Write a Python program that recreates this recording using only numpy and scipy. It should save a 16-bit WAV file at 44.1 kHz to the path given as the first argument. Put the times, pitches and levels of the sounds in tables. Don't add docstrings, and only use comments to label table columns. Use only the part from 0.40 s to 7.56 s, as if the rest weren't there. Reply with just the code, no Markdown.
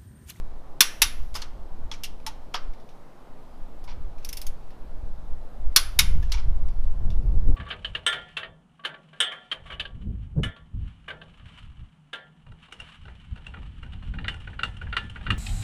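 import sys
import numpy as np
from scipy import signal
from scipy.fft import rfft, irfft
from scipy.io import wavfile
from scipy.ndimage import uniform_filter1d

SR = 44100
rng = np.random.default_rng(int(sys.argv[2]) if len(sys.argv) > 2 else 0)


def natural_amplitude(level_db):
    exponent = np.asarray(level_db, float) / 20
    return 10 ** exponent


def dump_mix(stems):
    frames = np.atleast_2d(stems).T
    limited = np.clip(frames, -1, 1)
    pcm = np.round(limited * 32767).astype(np.int16)
    wavfile.write(sys.argv[1], SR, pcm)


N = 315756

# start_s, end_s, pitch_hz, level_db
DRONES = [
    (1.292, 3.492, 255.8, -65),
    (2.897, 3.601, 187.8, -66),
    (3.7, 5.298, 143.6, -63),
]
# freq_hz, density_db (per Hz)
WASH_COLOUR = [(50, -43), (90, -5.5), (160, -2.5), (255, -4), (360, -7.5), (500, -6.5), (800, -8),
               (1200, -14), (1700, -22.5), (2600, -27.5), (4000, -30), (7000, -37.5), (14000, -41),
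               (16000, -52)]
WASH_DB = -51.5

# time_s, level_db
WIND = [(0, -30.5), (.4, -56), (.65, -37.5), (1.1, -42), (1.5, -43), (1.9, -42), (2.25, -48.5), (2.75, -57),
        (3.1, -48), (3.25, -44), (3.6, -36), (4.35, -42.5), (4.7, -33.5), (5.1, -42.5), (5.55, -31.5),
        (5.65, -30), (6.45, -27), (7.16, -17.5)]
WIND_REF_DB = -35
# time_s, half_length_s, rise_db, sharpness (0-1)
GUSTS = [(0.326, 0.059, 10, 0.36), (0.642, 0.03, 7, 0.24), (0.822, 0.039, 14, 0.48),
         (0.958, 0.055, 9.5, 0.97), (1.18, 0.07, 7, 0.66), (1.441, 0.076, 11, 0.6), (1.695, 0.023, 6, .2),
         (2.274, 0.054, 15.5, 0.1), (3.22, 0.039, 4.5, 0.59), (3.352, 0.032, -0.5, 0.5),
         (3.576, 0.044, 6.5, 0.9), (3.677, 0.032, 7, 0), (4.079, 0.037, 8, 0), (4.557, 0.02, 5, 0.5),
         (4.65, 0.038, 8, 0.94), (4.92, 0.056, 5.5, 0.23), (5.259, 0.057, 12, 0.07),
         (5.45, 0.057, 1.5, 0.2), (5.61, 0.056, 9, 0.88), (5.755, 0.12, 14, 0.74), (5.946, 0.039, 8.5, .3),
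         (6.09, 0.043, 14, 0.57), (6.2, .05, 8, 0.53), (6.284, .04, 5, 0.6), (6.443, 0.049, 7, 0),
         (6.675, 0.071, 8, 0.86), (6.85, 0.062, 5, 0.76), (6.953, 0.038, 7, 0.78), (7.09, 0.032, 8.5, 1)]
# freq_hz, density_db (per Hz)
PUSH = [(1, -20), (3, -1), (12, -1), (18, -8), (30, -50), (60, -120)]
THROB = [(8, -80), (14, -25), (18, -1), (35, -5), (55, -12), (80, -50), (150, -120)]
FLUTTER = [(25, -91), (45, -27.5), (55, 8.5), (100, -5.5), (150, -14.5), (250, -39.5), (600, -120)]
RUFFLE = [(60, -92.5), (120, -23.5), (150, 4), (300, -9.5), (500, -15), (1000, -46.5), (3000, -110)]
# level_db (at reference wind), slope_db_per_db, favoured_sharpness (0-1), levelling_s
DEPTHS = [
    (-26, 0.64, 0.09, 0.36),
    (-36.5, 0.94, 0.2, 0.13),
    (-47.5, 0.98, .75, 0.056),
    (-69, 1.4757, 0.93, 0.085),
]

# freq_hz, t60_s
GARAGE_T60 = [(500, .45), (1500, .45), (4000, 0.27), (8000, 0.21), (14000, 0.13)]
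LATE_DB, LATE_T60_S = -27.5, 1.1

# freq_hz, density_db (per Hz)
CRACK_COLOUR = [(240, -51), (400, -44.5), (663, -47), (1080, -12.5), (3110, -4), (3680, -4), (4420, -5.5),
                (5560, -1), (7910, -13.5), (10700, -6.5), (15500, -15.5)]
# freq_hz, t60_s
CRACK_T60 = [(500, 0.3), (1300, 0.11), (3500, 0.076), (9000, .065), (15000, 0.044)]
SNAP, SNAP_S = 0.91, 0.0017
BLUR_HZ, BLUR_SHARE = 45, .006
EDGE_DB_PER_OCTAVE = 23
KNOCK_S, HEAVY_S = 0.0043, 0.01

# freq_hz, level_db, t60_s
BREAK_MODES = [(1500, -16, .09), (2170, -10, .07), (3480, 3, .08), (4020, -6, .07), (4325, -7, .08),
               (5350, -5, .07), (5715, -6, .06), (6400, -10, .06), (9340, -13, .05), (10830, -17, .3),
               (10920, -9, .08)]
RESET_MODES = [(912, -15, .1), (2175, -7, .08), (2550, -6, .06), (2900, -8, .07), (3680, -11, .18),
               (3822, -1, .055), (5170, -3, .05), (5800, -8, .07), (10595, -9, .1), (10790, -19, .3),
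               (12700, -11, .03)]
PAWL_MODES = [(3150, -25.5, .04), (4570, -2, 0.036), (5430, -1, 0.06), (9800, -20, 0.04),
              (10200, -7, 0.042), (11700, -24, .04)]
SOCKET_MODES = [(800, -15, .05), (925, -5, .075), (1265, -9, .045), (2320, -8, .05), (3450, -6, .045),
                (5200, -7, .04)]

# time_s, peak_db, contact_ring_hz
TICKS = [(1.8007, -54, 2487), (2.335, -49.5, 2168), (2.4005, -52, 1940), (2.49, -47.5, 2730),
         (3.782, -48, 2550), (4.3056, -49, 1760), (5.324, -53.5, 2050), (5.827, -39.5, 1740),
         (6.2867, -47.5, 1970), (6.4399, -52, 1800), (6.7015, -43.5, 3527)]
# time_s, peak_db, contact_ring_hz, length_s
SCRAPES = [
    (0.9528, -27, 5130, 0.02),
    (3.477, -41.5, 2280, 0.041),
    (3.5154, -46, 2370, 0.016),
    (5.973, -37, 2250, 0.031),
    (6.027, -51, 2010, 0.014),
]
# time_s, peak_db, contact_ring_hz
TOUCHES = [
    (.943, -35.5, 4660),
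    (1.538, -36.5, 2260),
    (3.4408, -47, 5300),
    (3.827, -54, 2700),
    (5.899, -49.5, 2520),
]
# time_s, peak_db, contact_ring_hz, weight_db, edge_db
KNOCKS = [
    (1.019, -28.5, 4410, -8, -27),
    (1.5154, -27, 3350, -8, -35),
    (1.6359, -24, 5370, -39, -15.5),
    (1.6422, -26.5, 2720, -29.5, -20),
    (1.8649, -23.5, 5150, -5, -20.5),
    (2.1412, -29, 2410, -5, -23),
    (2.1441, -21.5, 3450, 2, -78),
    (5.9206, -21.5, 4300, -13, -23),
    (5.9402, -28, 2260, -5, -43),
]
# time_s, peak_db, contact_ring_hz
RATCHET = [
    (3.8482, -31.5, 5430),
    (3.8901, -30, 6030),
    (3.9291, -28.5, 5200),
    (3.9713, -28.5, 5600),
    (4.0163, -31.5, 4950),
    (4.0675, -31, 6450),
]
# time_s, peak_db, contact_ring_hz
RESETS = [
    (0.6193, -2.9, 3763),
    (5.5902, -3.5, 3660),
]
# time_s, peak_db, contact_ring_hz
BREAKS = [
    (0.407, -0.5, 3592),
    (5.3623, -1, 5710),
]


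def evened(x):
    return x / np.sqrt(np.mean(x ** 2) + 1e-20)


def read(points, hz):
    f, value = np.transpose(points)
    return np.interp(np.log(hz + 1), np.log(f + 1), value)


def add(mix, s, sound):
    part = mix[:, round(s * SR):][:, :sound.shape[1]]
    part += sound[:, :part.shape[1]]


def coloured(points, size):
    hz = np.fft.rfftfreq(size, 1 / SR)
    white = rfft(rng.standard_normal(size))
    return evened(irfft(white * natural_amplitude(read(points, hz)), size))


def drones():
    t, out = np.arange(N) / SR, np.zeros(N)
    for start, end, hz, db in DRONES:
        waver = evened(np.interp(t, np.arange(80) / 10, rng.standard_normal(80)))
        fade = np.clip(np.minimum(t - start, end - t) / 0.14, 0, 1)
        phase = 2 * np.pi * np.cumsum(hz * (1 + .012 * waver)) / SR
        out += natural_amplitude(db + 2 * waver) * fade * np.sin(phase)
    return out


def wash():
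    hz, t, z = signal.stft(coloured(WASH_COLOUR, size=N), SR, nperseg=1024)
    patches_db = rng.standard_normal(z.shape)
    patches_db = evened(uniform_filter1d(uniform_filter1d(patches_db, 10, 0), 12, 1))
    return natural_amplitude(WASH_DB) * signal.istft(z * natural_amplitude(patches_db), SR, nperseg=1024)[1][:N]


def buffeting():
    t, out = np.arange(N) / SR, np.zeros(N)
    coarse_t = t[::64]
    wind_db = np.interp(t, *np.transpose(WIND)) - WIND_REF_DB
    for colour, (db, slope, favoured, span) in zip((PUSH, THROB, FLUTTER, RUFFLE), DEPTHS):
        air = coloured(colour, size=N)
        power = uniform_filter1d(air ** 2, int(span * SR))
        power = uniform_filter1d(power, int(span * SR / 2))
        air /= np.sqrt(power + .05)
        gusts_db = np.zeros(len(coarse_t))
        for s, half, rise, sharp in GUSTS:
            match = max(1.3 - 1.1 * abs(sharp - favoured), 0)
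            gusts_db += rise * match * np.exp(-((coarse_t - s) / half) ** 2)
        out += natural_amplitude(db + slope * wind_db + np.interp(t, coarse_t, gusts_db)) * air
    return out * np.sin(np.pi / 2 * np.clip((t[-1] - t) / .03, 0, 1)) ** 2


def garage(x):
    taps = np.zeros(SR)
    at = np.arange(300, SR - 20, 20)
    taps[at + rng.integers(0, 20, len(at))] = rng.choice([-1., 1.], len(at))
    hz, t, z = signal.stft(taps, SR, nperseg=256)
    early = natural_amplitude(-60 * t / read(GARAGE_T60, hz)[:, None])
    late = natural_amplitude(LATE_DB - 60 * t / LATE_T60_S)
    tail = signal.istft(z * (early + late), SR, nperseg=256)[1]
    return signal.fftconvolve(x, tail / np.linalg.norm(tail))[:N]


def ring(drive, hz, t60, blur_hz):
    t = np.arange(len(drive)) / SR
    near = hz + blur_hz * np.linspace(-1, 1, 7) + 0.33 * blur_hz * rng.standard_normal(7)
    beats = np.sin(2 * np.pi * (np.outer(t, near) + rng.random(7))).sum(1)
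    out = signal.fftconvolve(drive, natural_amplitude(-60 * t / t60) * beats)[:len(t)]
    return out / abs(out).max()


def steel_crack(t, tilt, chatter, decay):
    hz, when, z = signal.stft(coloured(CRACK_COLOUR, size=len(t)), SR, nperseg=128)
    late = np.maximum(when - chatter, 0)
    fall_db = -60 * late / (decay * read(CRACK_T60, hz))[:, None]
    z = z * natural_amplitude(read(tilt, hz)[:, None] + fall_db)
    crack = signal.istft(z, SR, nperseg=128)[1][:len(t)]
    crack *= natural_amplitude(1.5 * evened(uniform_filter1d(rng.standard_normal(len(t)), 30)))
    return crack * (1 + SNAP * np.exp(-t / SNAP_S))


def broad_pulse(x):
    ramp = np.sin(np.pi * np.minimum(np.arange(len(x)) / 300, 1)) ** 2
    smooth = np.sqrt(abs(uniform_filter1d(abs(rfft(x)) ** 2, 50)))
    return np.roll(irfft(smooth, len(x)), 150) * ramp


def blow(row, modes, ring_db, contact_db, decay, spread_db, room_db, knee_hz=7000):
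    s, db, low_db, high_db, chatter, contact_hz = row
    t = np.arange(int(.2 * SR)) / SR
    chatter = max(chatter, .0005)
    tilt = [(900, low_db + 17), (2000, 0), (knee_hz, 0), (2.4 * knee_hz, high_db + 14.5)]
    crack = steel_crack(t, tilt, chatter, decay)
    drive = rng.standard_normal(len(t)) * np.exp(-3 * t / chatter)
    luck_db = spread_db * rng.standard_normal(len(modes))
    rings = np.zeros(len(t))
    for (f, mode_db, t60), mode_luck_db in zip(modes, luck_db):
        level = natural_amplitude(mode_db + mode_luck_db + read(tilt, f))
        rings += level * ring(drive, f, t60, BLUR_HZ + BLUR_SHARE * f)
    contact = ring(drive, contact_hz, .04, .045 * contact_hz)
    tones = natural_amplitude(ring_db) * rings + natural_amplitude(contact_db) * contact
    to_walls = natural_amplitude(room_db) * broad_pulse(crack / 3 + .3 * tones)
    sound = np.array([crack / 3 + tones, to_walls])
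    fade = np.minimum(t / .0007, 1) * np.minimum((t[-1] - t) / .06, 1)
    return s - .0008, natural_amplitude(db) * sound * fade


def edge(hz, at_4k_db):
    return at_4k_db + EDGE_DB_PER_OCTAVE * np.log2(hz / 4000)


def drive_ticks(mix):
    for s, db, hz in TICKS:
        add(mix, *blow((s, db, -13, -24, .005, hz), SOCKET_MODES, ring_db=-15.5, contact_db=-4.0,
                       decay=0.94, spread_db=-1.0, room_db=-5.0, knee_hz=3950))


def socket_contacts(mix):
    for s, db, hz, weight_db, edge_db in KNOCKS:
        chatter = KNOCK_S + HEAVY_S * natural_amplitude(2 * min(weight_db, 0))
        add(mix, *blow((s, db, weight_db, edge_db, chatter, hz), SOCKET_MODES, ring_db=-18, contact_db=-3.5,
                       decay=1.14, spread_db=2.5, room_db=-14.5, knee_hz=5600))
    for s, db, hz in TOUCHES:
        add(mix, *blow((s, db, -11, edge(hz, -25), .007, hz), SOCKET_MODES, ring_db=-16, contact_db=-6,
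                       decay=1.1, spread_db=2.5, room_db=-12))
    for s, db, hz, length in SCRAPES:
        add(mix, *blow((s, db, -.6, edge(hz, -27.5), length, hz), SOCKET_MODES, ring_db=-16, contact_db=-3,
                       decay=0.32, spread_db=-2.5, room_db=-6.5, knee_hz=4800))


def ratchet(mix):
    for s, db, hz in RATCHET:
        add(mix, *blow((s, db, -32, -4.5, .0025, hz), PAWL_MODES, ring_db=-9, contact_db=-3.5,
                       decay=0.86, spread_db=2.5, room_db=-12.5))


def head_clicks(mix):
    for s, db, hz in BREAKS + RESETS:
        thump = ring(np.exp(-np.arange(3000) / 20.), 260, 0.028, 170)
        add(mix, s, natural_amplitude(db - 27.5) * np.array([thump, 0 * thump]))
    for s, db, hz in BREAKS:
        add(mix, *blow((s, db, -12, -11.5, .0047, hz), BREAK_MODES, ring_db=-11.5, contact_db=-7,
                       decay=0.97, spread_db=1.84, room_db=-15.0))
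    for s, db, hz in RESETS:
        add(mix, *blow((s, db, -15.5, -13, .005, hz), RESET_MODES, ring_db=-9.5, contact_db=-11.0,
                       decay=0.99, spread_db=0.5, room_db=-14.5))


def wrench():
    mix = np.zeros((2, N))
    head_clicks(mix)
    ratchet(mix)
    socket_contacts(mix)
    drive_ticks(mix)
    return mix


def scene():
    direct, to_walls = wrench()
    return (direct + garage(to_walls) + buffeting() + wash() + drones())[None]


def low_pass(x):
    return signal.sosfilt(signal.butter(12, 16500, fs=SR, output="sos"), x)


def record(dry):
    held = np.pad(np.clip(dry, -.99, .99), ((0, 0), (127, 127)), "edge")
    limited = signal.oaconvolve(held, signal.firwin(255, 15250, fs=SR)[None], "valid")
    return low_pass(limited)


dry = scene()
out = record(dry)
dump_mix(out)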